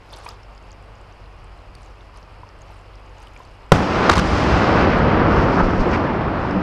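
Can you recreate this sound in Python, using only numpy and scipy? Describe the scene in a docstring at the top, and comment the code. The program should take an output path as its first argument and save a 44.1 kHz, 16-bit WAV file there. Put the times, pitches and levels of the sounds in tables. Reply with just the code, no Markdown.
"""Gravel bank of a river in a wooded valley: two volleys of cutting charges drop a steel truss bridge.
Blast waves overload the microphone; scattered echoes, shaped by level curves, roll back as a long roar.
The spans land as noise crashes, decaying low sines, a groan of wavering truss modes and filtered spray.
Water of coloured random clicks, drips of rising sines, an idling engine of low harmonics and a breeze
of low noise lie around it. The recorder clips and loses treble."""
import sys
import numpy as np
from scipy import signal
from scipy.fft import rfft, irfft
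from scipy.io import wavfile
from scipy.ndimage import uniform_filter1d

SR = 44100
rng = np.random.default_rng(int(sys.argv[2]) if len(sys.argv) > 2 else 0)


def pcm_store(signal):
    """Save signal as 16-bit PCM."""
    levels = np.round(np.clip(np.atleast_2d(signal), -1, 1) * 32767)
    wavfile.write(sys.argv[1], SR, levels.astype(np.int16).T)


N = 291942
TIME = np.arange(N) / SR
BINS_HZ = np.fft.rfftfreq(N, 1 / SR)

# All colours: f/Hz, relative density/dB per Hz.
# Shock fronts, hard reflections and, last two, low thumps of the overloaded microphone:
# t/s, peak before the low-pass/dB, positive phase/s
PRESSURE_PULSES = [(3.7190, 22.5, 0.00055), (3.7209, 32, 0.00038), (3.7230, 9.5, 0.00044),
                   (3.7245, 7.5, 0.00076), (3.7258, 7, 0.00079), (3.762, -16, 0.00075),
                   (3.8053, -3.5, 0.0018), (4.0942, 10, 0.00025), (4.0967, 12, 0.0002),
                   (4.0985, 10, 0.00018), (4.1028, 11.5, 0.00031), (4.175, -0.5, 0.002),
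                   (4.192, -8, 0.0036)]
FIRST_S, SECOND_S = 3.721, 4.094  # volleys

# Colour of the valley's echoes: f/Hz, density/dB per Hz
ROAR_COLOUR = [(20, -12.5), (60, 0.5), (90, 1.5), (150, -4.5), (320, -7.5), (700, -11.5), (1300, -12.5),
               (1800, -19), (2800, -23.5), (3700, -29.5), (5100, -28.5), (6800, -38), (11000, -53),
               (15000, -78)]
# Echoes of the first volley, sinking and then swelling: t/s, relative level/dB
FIRST_ROAR = [(3.74, -17.5), (3.784, -20.5), (3.87, -21), (4.085, -14.5)]
# Long roar after the second volley: t/s, relative level/dB
SECOND_ROAR = [(4.22, -21.0), (4.38, -18.5), (4.48, -17), (4.82, -14), (4.96, -16.5), (5.25, -15),
               (5.55, -17), (5.75, -20.5), (5.94, -18.5), (6.22, -21.5), (6.6, -23.5)]
# Air's treble loss: rate at 10 kHz, exponent over frequency, longest path
AIR_DB_PER_S, AIR_POWER, LONGEST_S = 42.5, 1.29, 0.9
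# Deep booms off the hillsides: t/s, relative level/dB
BOOMS = [(3.98, -25.5), (4.17, -18), (4.34, -19.5), (4.55, -16.5), (4.888, -22), (5.061, -19), (5.2, -22),
         (5.38, -19.5)]
BOOM_RISE_S, BOOM_T60_S = 0.065, 0.3
# Rumble under the roar (level relative)
BASS_DB, BASS_BUILD_S, BASS_HOLD_UNTIL_S, BASS_FADE_DB_PER_S = -20, 0.76, 5.16, 5.5
# First answer of bank and river surface: f/Hz, density/dB per Hz
NEAR_COLOUR = [(40, -5), (90, 7), (130, -1), (190, 4), (260, -16), (600, -7), (1400, -16),
               (3500, -50), (6000, -35), (14000, -52)]

# Rasps of the overloaded microphone: t/s, relative level/dB, length/s
RASPS = [(4.094, -6.5, 0.0083), (4.109, -14.5, 0.038), (4.151, -19, 0.013), (4.163, -17.5, 0.038)]
RASP_EDGE_S, ROAR_DROP_SHARE = 0.0021, 0.42  # share: amplitude taken off the roar

# Steel landing: t/s, crash level/dB, crash f/Hz, crash length/s, thud level before decay/dB, thud f/Hz
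LANDINGS = [(5.571, -18, 820, 0.042, -25, 89), (5.596, -15, 785, 0.023, -15, 90),
            (5.628, -41, 198, 0.051, -7, 30), (5.665, -25.5, 177, 0.12, -9, 55.3),
            (5.792, -40, 320, 0.052, -4, 31.2), (5.853, -19.5, 455, 0.0282, -23, 90),
            (5.923, -25.5, 1390, 0.045, -14, 69.5)]
# Truss modes: f/Hz, relative level/dB
TRUSS = [(189, 4.5), (305, -2), (510, -8.5)]
# Truss shaken by charges, landing and settling: t/s, peak level/dB, rise/s
GROANS = [(3.735, -20.5, .008), (4.19, -23.5, 0.069), (5.73, -25, 0.4), (6.6, -20.5, 0.14)]
GROAN_T60_S = 0.74
# Colour of the spray: f/Hz, density/dB per Hz
SPRAY_COLOUR = [(1500, -22), (3000, -11), (4400, -0.5), (5300, 0.5), (6200, -7.5), (8500, -20.5),
                (11000, -39), (12500, -54), (16000, -90)]
# Splashes of the spans: t/s, peak level/dB, rise/s, t60/s
SPLASHES = [(5.35, -43.5, 0.069, 2), (5.6, -50, .1, 1.6), (5.81, -48, 0.025, .25), (5.94, -44.5, .03, 0.39),
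            (6.5, -55, .15, 1.7)]

# Wavelets over the stones: t/s, relative level/dB, length/s
LAPS = [(0.09, -44, 0.16), (0.239, -44, 0.11), (0.52, -59, 0.064), (1.78, -54, 0.14), (2.142, -49.5, 0.053),
        (2.667, -55.5, 0.15), (3.15, -52, 0.12), (3.313, -53, 0.21)]
# Drips and bubbles at the water's edge, last two from falling grit: t/s, relative peak/dB, initial f/Hz
DRIPS = [(0.1323, -28, 3560), (0.138, -27, 4300), (0.265, -25.5, 2410), (0.263, -24, 940),
         (0.283, -27, 1190), (0.2893, -22, 4970), (0.4325, -39, 5300), (0.5781, -37.5, 4970),
         (1.752, -32, 4550), (1.752, -36, 8700), (2.161, -40, 4800), (2.433, -27.5, 970),
         (2.618, -34, 6540), (2.700, -32, 860), (3.272, -34.5, 2960), (3.3636, -30.5, 2330),
         (3.403, -29, 1010), (3.4503, -38, 4500), (5.807, -30, 5550), (6.51, -29, 5100)]
DRIP_T60_1KHZ_S, DRIP_RING_POWER = 0.037, 0.51  # higher pitches die sooner
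# Gurgle of the wavelets: f/Hz, density/dB per Hz
GURGLE_COLOUR = [(200, -22), (600, -8), (1100, -6), (1900, -21), (5000, -21), (14000, -50)]
# Pebble rustle: f/Hz, density/dB per Hz
RUSTLE_COLOUR = [(600, -20), (2500, 1), (5000, 7.5), (9000, 8), (12500, 4), (15000, -26)]

# Colour of the river's wash: f/Hz, density/dB per Hz
RIVER_COLOUR = [(25, 0.5), (45, -6.5), (85, 10.5), (130, 3.5), (220, -3), (500, 1), (1150, 0), (1750, -8.5),
                (2800, -8.5), (3700, -19.5), (5000, -15), (6000, -26.5), (11500, -30), (15000, -43)]
RIVER_DB, TICKS_DB = -46.5, -68.5
# Near bubbles ticking: f/Hz, density/dB per Hz
TICK_COLOUR = [(1000, -15.5), (4500, 2.5), (8000, 2.5), (12000, -15), (15000, -19)]
# Idling engine: multiple of firing rate, relative level/dB
ENGINE = [(1, -43.5), (2, -50), (3, -73.5)]
ENGINE_HZ, ENGINE_TRIM_DB = 48.2, -3
# Gusts on the microphone: t/s, peak level/dB
GUSTS = [(1.2, -49), (1.45, -40), (1.72, -44)]
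BREEZE_DB, GUST_RISE_S, GUST_T60_S = -48.5, 0.05, 0.56
# Wind rumble: f/Hz, density/dB per Hz
BREEZE_COLOUR = [(20, -6.5), (45, 5.5), (90, -7.5), (170, -19.5), (400, -52), (2000, -100)]


def pressure_pulses():
    """Shock fronts, hard reflections and two low microphone thumps, all rounded off by a low-pass."""
    out = np.zeros(N)
    for s, db, length_s in PRESSURE_PULSES:
        add(out, s, -gain_of(db) * blast_wave(length_s))
    return passed(out, 2500, "low", order=3)


def blast_wave(length_s):
    """Sudden overpressure falling through zero into a longer suction."""
    u = np.arange(SR // 4) / SR / length_s
    return (1 - u) * np.exp(-u)


def overload(roar):
    """Second volley pins the diaphragm: the roar drops while separate rasping bursts sound over it."""
    level = sum(gain_of(db) * gate(s, length_s) for s, db, length_s in RASPS)
    end_s = RASPS[-1][0] + RASPS[-1][2]
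    lowered = gate(SECOND_S, end_s - SECOND_S)
    volley = evened(passed(grains(6000, 5.7), [850, 1500], "band"))
    swing_hz = 62 * (1 + 0.35 * drift(62.5))
    swing = np.sin(2 * np.pi * np.cumsum(swing_hz) / SR) * (TIME > RASPS[1][0])
    pinned = np.clip(1.3 * volley + 2 * swing, -1, 1)
    # while pinned, output leaks back to zero; each release snaps
    leaked = passed(passed(pinned, 120, "high", order=1), 10000, "low", order=1)
    snaps = evened(passed(pinned, [3000, 12000], "band"))
    rasp = evened(leaked) + gain_of(-12.5) * snaps
    return roar * (1 - ROAR_DROP_SHARE * lowered) + level * rasp


def valley():
    """Trees and slopes scatter the shocks into dense echoes; longer paths lose treble to the air."""
    echoes = dulled(coloured(grains(9000, 2.06), ROAR_COLOUR))
    bass = irfft(rfft(echoes) / (1 + (BINS_HZ / 160) ** 8), N)
    since_s = np.maximum(TIME - FIRST_S, 0)
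    fade_db = BASS_FADE_DB_PER_S * np.maximum(TIME - BASS_HOLD_UNTIL_S, 0)
    build = 1 - np.exp(-since_s / BASS_BUILD_S)
    rumble = gain_of(BASS_DB - fade_db + 1.5 * drift(9)) * build
    booms = sum(swell(s, db, BOOM_RISE_S, BOOM_T60_S) for s, db in BOOMS)
    roar = follow(FIRST_ROAR + SECOND_ROAR) * gain_of(0.5) * steadied(echoes - bass)
    roar += np.hypot(rumble, booms) * steadied(bass)
    # bank and river surface answer first, t60 0.5 s
    near = coloured(rng.standard_normal(N), NEAR_COLOUR) * gain_of(-10.5 - 60 * since_s / 0.5)
    return (roar + near) * np.minimum(since_s / 0.0029, 1)


def dulled(echoes):
    """Air absorption growing with path and frequency; path age restarts for the second volley."""
    hz, t, spectrum = signal.stft(echoes, SR, nperseg=512)
    age_s = np.where(t < SECOND_S, 0.7 * (t - FIRST_S), t - SECOND_S - 0.25)
    loss_db = AIR_DB_PER_S * np.clip(age_s, 0, LONGEST_S) * (hz[:, None] / 10000) ** AIR_POWER
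    return signal.istft(spectrum * gain_of(-loss_db), SR, nperseg=512)[1][:N]


def collapse():
    """Spans strike bank and water: crashes, thuds, a groaning truss and spray."""
    return landings() + groan() + spray()


def landings():
    """Band-passed noise bursts for clattering steel, decaying sines for thuds."""
    out, t = np.zeros(N), np.arange(SR // 4) / SR
    for s, crash_db, hz, length_s, thud_db, thud_hz in LANDINGS:
        size = round(length_s * SR)
        noise = passed(rng.standard_normal(len(t)), [hz * 0.59, hz * 1.72], "band", order=3)
        clatter = evened(noise[-size:])
        add(out, s, gain_of(crash_db) * clatter * signal.windows.tukey(size, 0.3))
        # falling deck shoves the air out and draws it back: little more than one cycle
        thud = np.sin(2 * np.pi * thud_hz * t) * np.exp(-1.6 * thud_hz * t)
        add(out, s, gain_of(thud_db) * thud)
    return out


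def groan():
    """Bending steel makes each truss mode waver in pitch and strength."""
    modes = np.zeros(N)
    for hz, db in TRUSS:
        bent_hz = hz * (1 + 0.0285 * drift(19.35))
        modes += gain_of(db + 3.4 * drift(17)) * np.sin(2 * np.pi * np.cumsum(bent_hz) / SR)
    strain = sum(swell(s, db, rise_s, GROAN_T60_S) for s, db, rise_s in GROANS)
    return strain * evened(modes)


def spray():
    """Thrown droplets: coloured random clicks under the splash envelopes."""
    drops = coloured(grains(4000, 2.9), SPRAY_COLOUR) * gain_of(1.6 * drift(25))
    return sum(swell(*row) for row in SPLASHES) * drops


def shore():
    """Wavelets gurgle and rustle over pebbles and shed bubbles whose pitch rises as they die."""
    out, t = np.zeros(N), np.arange(SR // 8) / SR
    gurgle = coloured(grains(6000, 4.1), GURGLE_COLOUR)
    rustle = coloured(pings(2200, 7), RUSTLE_COLOUR)
    lap = gurgle + gain_of(-7) * rustle
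    for s, db, length_s in LAPS:
        out += gain_of(db) * np.exp(-(2 * (TIME - s) / length_s - 1) ** 2) * lap
    for s, db, hz in DRIPS:
        t60_s = DRIP_T60_1KHZ_S * (1000 / hz) ** DRIP_RING_POWER
        bubble = np.sin(2 * np.pi * hz * t * (1 + 1.9 * t))
        noise = rng.standard_normal(len(t))
        splash = evened(passed(noise, [hz * 0.68, hz * 1.54], "band", order=3))
        add(out, s, gain_of(db - 60 * t / t60_s) * (0.68 * bubble + 0.18 * splash))
    return out


def river():
    """Countless small bubbles merge into a wash; nearer ones tick."""
    wash = coloured(grains(20000, 1.9), RIVER_COLOUR) * gain_of(0.5 * drift(14))
    ticks = coloured(pings(280, 7.2), TICK_COLOUR) * gain_of(2.7 * drift(4))
    return gain_of(RIVER_DB) * wash + gain_of(TICKS_DB) * ticks


def engine():
    """Far idling engine: harmonics of the firing rate, wavering in pitch and level."""
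    turns = np.cumsum(ENGINE_HZ * (1 + 0.0211 * drift(6.2))) / SR
    out = np.zeros(N)
    for k, db in ENGINE:
        out += gain_of(db + 1.1 * drift(4.2)) * np.sqrt(2) * np.sin(2 * np.pi * k * turns)
    return out * gain_of(ENGINE_TRIM_DB)


def breeze():
    """Light wind rumbles on the microphone: low noise, steady plus gusts."""
    level = gain_of(BREEZE_DB) + sum(swell(s, db, GUST_RISE_S, GUST_T60_S) for s, db in GUSTS)
    return level * coloured(rng.standard_normal(N), BREEZE_COLOUR)


def pings(per_s, spread_db, cycles=7):
    """Tiny bubbles and pebble ticks, each ringing a few cycles at one of 20 pitches; rms 1."""
    t, out = np.arange(500) / SR, np.zeros(N)
    for hz in np.geomspace(1200, 12500, num=20):
        ring = np.sin(2 * np.pi * hz * t) * hz * t * np.exp(-4 * hz * t / cycles)
        out += signal.oaconvolve(grains(per_s / 20, spread_db), ring / np.linalg.norm(ring))[:N]
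    return evened(out)


def grains(per_s, spread_db):
    """Random clicks of either sign, a few much larger than the rest; rms 1."""
    size = gain_of(spread_db * np.minimum(rng.exponential(1, N), 4))
    return evened(size * rng.choice([-1, 1], N) * (rng.random(N) < per_s / SR))


def drift(hz):
    """Slow chance of rms 1."""
    return evened(irfft(rfft(rng.standard_normal(N)) * np.exp(-(BINS_HZ / hz) ** 2), N))


def coloured(x, points):
    """Shapes the spectrum of x by (f/Hz, dB) points over log f; rms 1."""
    hz, db = np.transpose(points)
    curve_db = np.interp(np.log(BINS_HZ + 1), np.log(hz), db)
    return evened(irfft(rfft(x) * gain_of(curve_db), N))


def passed(x, hz, kind, order=2):
    """Causal low-, high- or band-pass."""
    return signal.sosfilt(signal.butter(order, hz, kind, fs=SR, output="sos"), x)


def swell(s, db, rise_s, t60_s):
    """Envelope rising smoothly to its peak at s, then dying away."""
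    since_s = TIME - s
    rise = np.exp(-(np.minimum(since_s, 0) / rise_s) ** 2)
    return gain_of(db - 60 * np.maximum(since_s, 0) / t60_s) * rise


def gate(s, length_s):
    """1 from s for length_s, with quick edges inside."""
    return np.clip(np.minimum(TIME - s, s + length_s - TIME) / RASP_EDGE_S, 0, 1)


def follow(rows):
    """Gain over time from (t/s, level/dB) rows."""
    s, db = np.transpose(rows)
    return gain_of(np.interp(TIME, s, db))


def steadied(x, size=3000):
    """Holds the running rms over size samples at 1."""
    return x / np.sqrt(uniform_filter1d(x ** 2, size=size) + 1e-12)


def evened(x):
    """Scales to rms 1."""
    return x / np.sqrt(np.mean(x ** 2) + 1e-20)


def gain_of(db):
    """Decibels to amplitude."""
    return 10 ** (np.asarray(db) / 20)


def add(mix, s, sound):
    """Mixes a sound in at s."""
    part = mix[round(s * SR):][:len(sound)]
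    part += sound[:len(part)]


def scene():
    """Demolition over the river bank's water, engine and breeze; one channel."""
    blasts = pressure_pulses() + overload(gain_of(-0.5) * valley())
    return (blasts + collapse() + shore() + river() + engine() + breeze())[None]


def record(dry):
    """Recorder: low cut, clipping at full scale, softened treble, band limit."""
    clipped = np.clip(passed(dry, 9.8, "high", order=1), -1, 1)
    softened = passed(clipped, 6800, "low", order=1)
    band_limit = signal.firwin(127, 15400, window=("kaiser", 9), fs=SR)
    return signal.oaconvolve(softened, band_limit[None], "same")


dry = scene()
out = record(dry)
pcm_store(out)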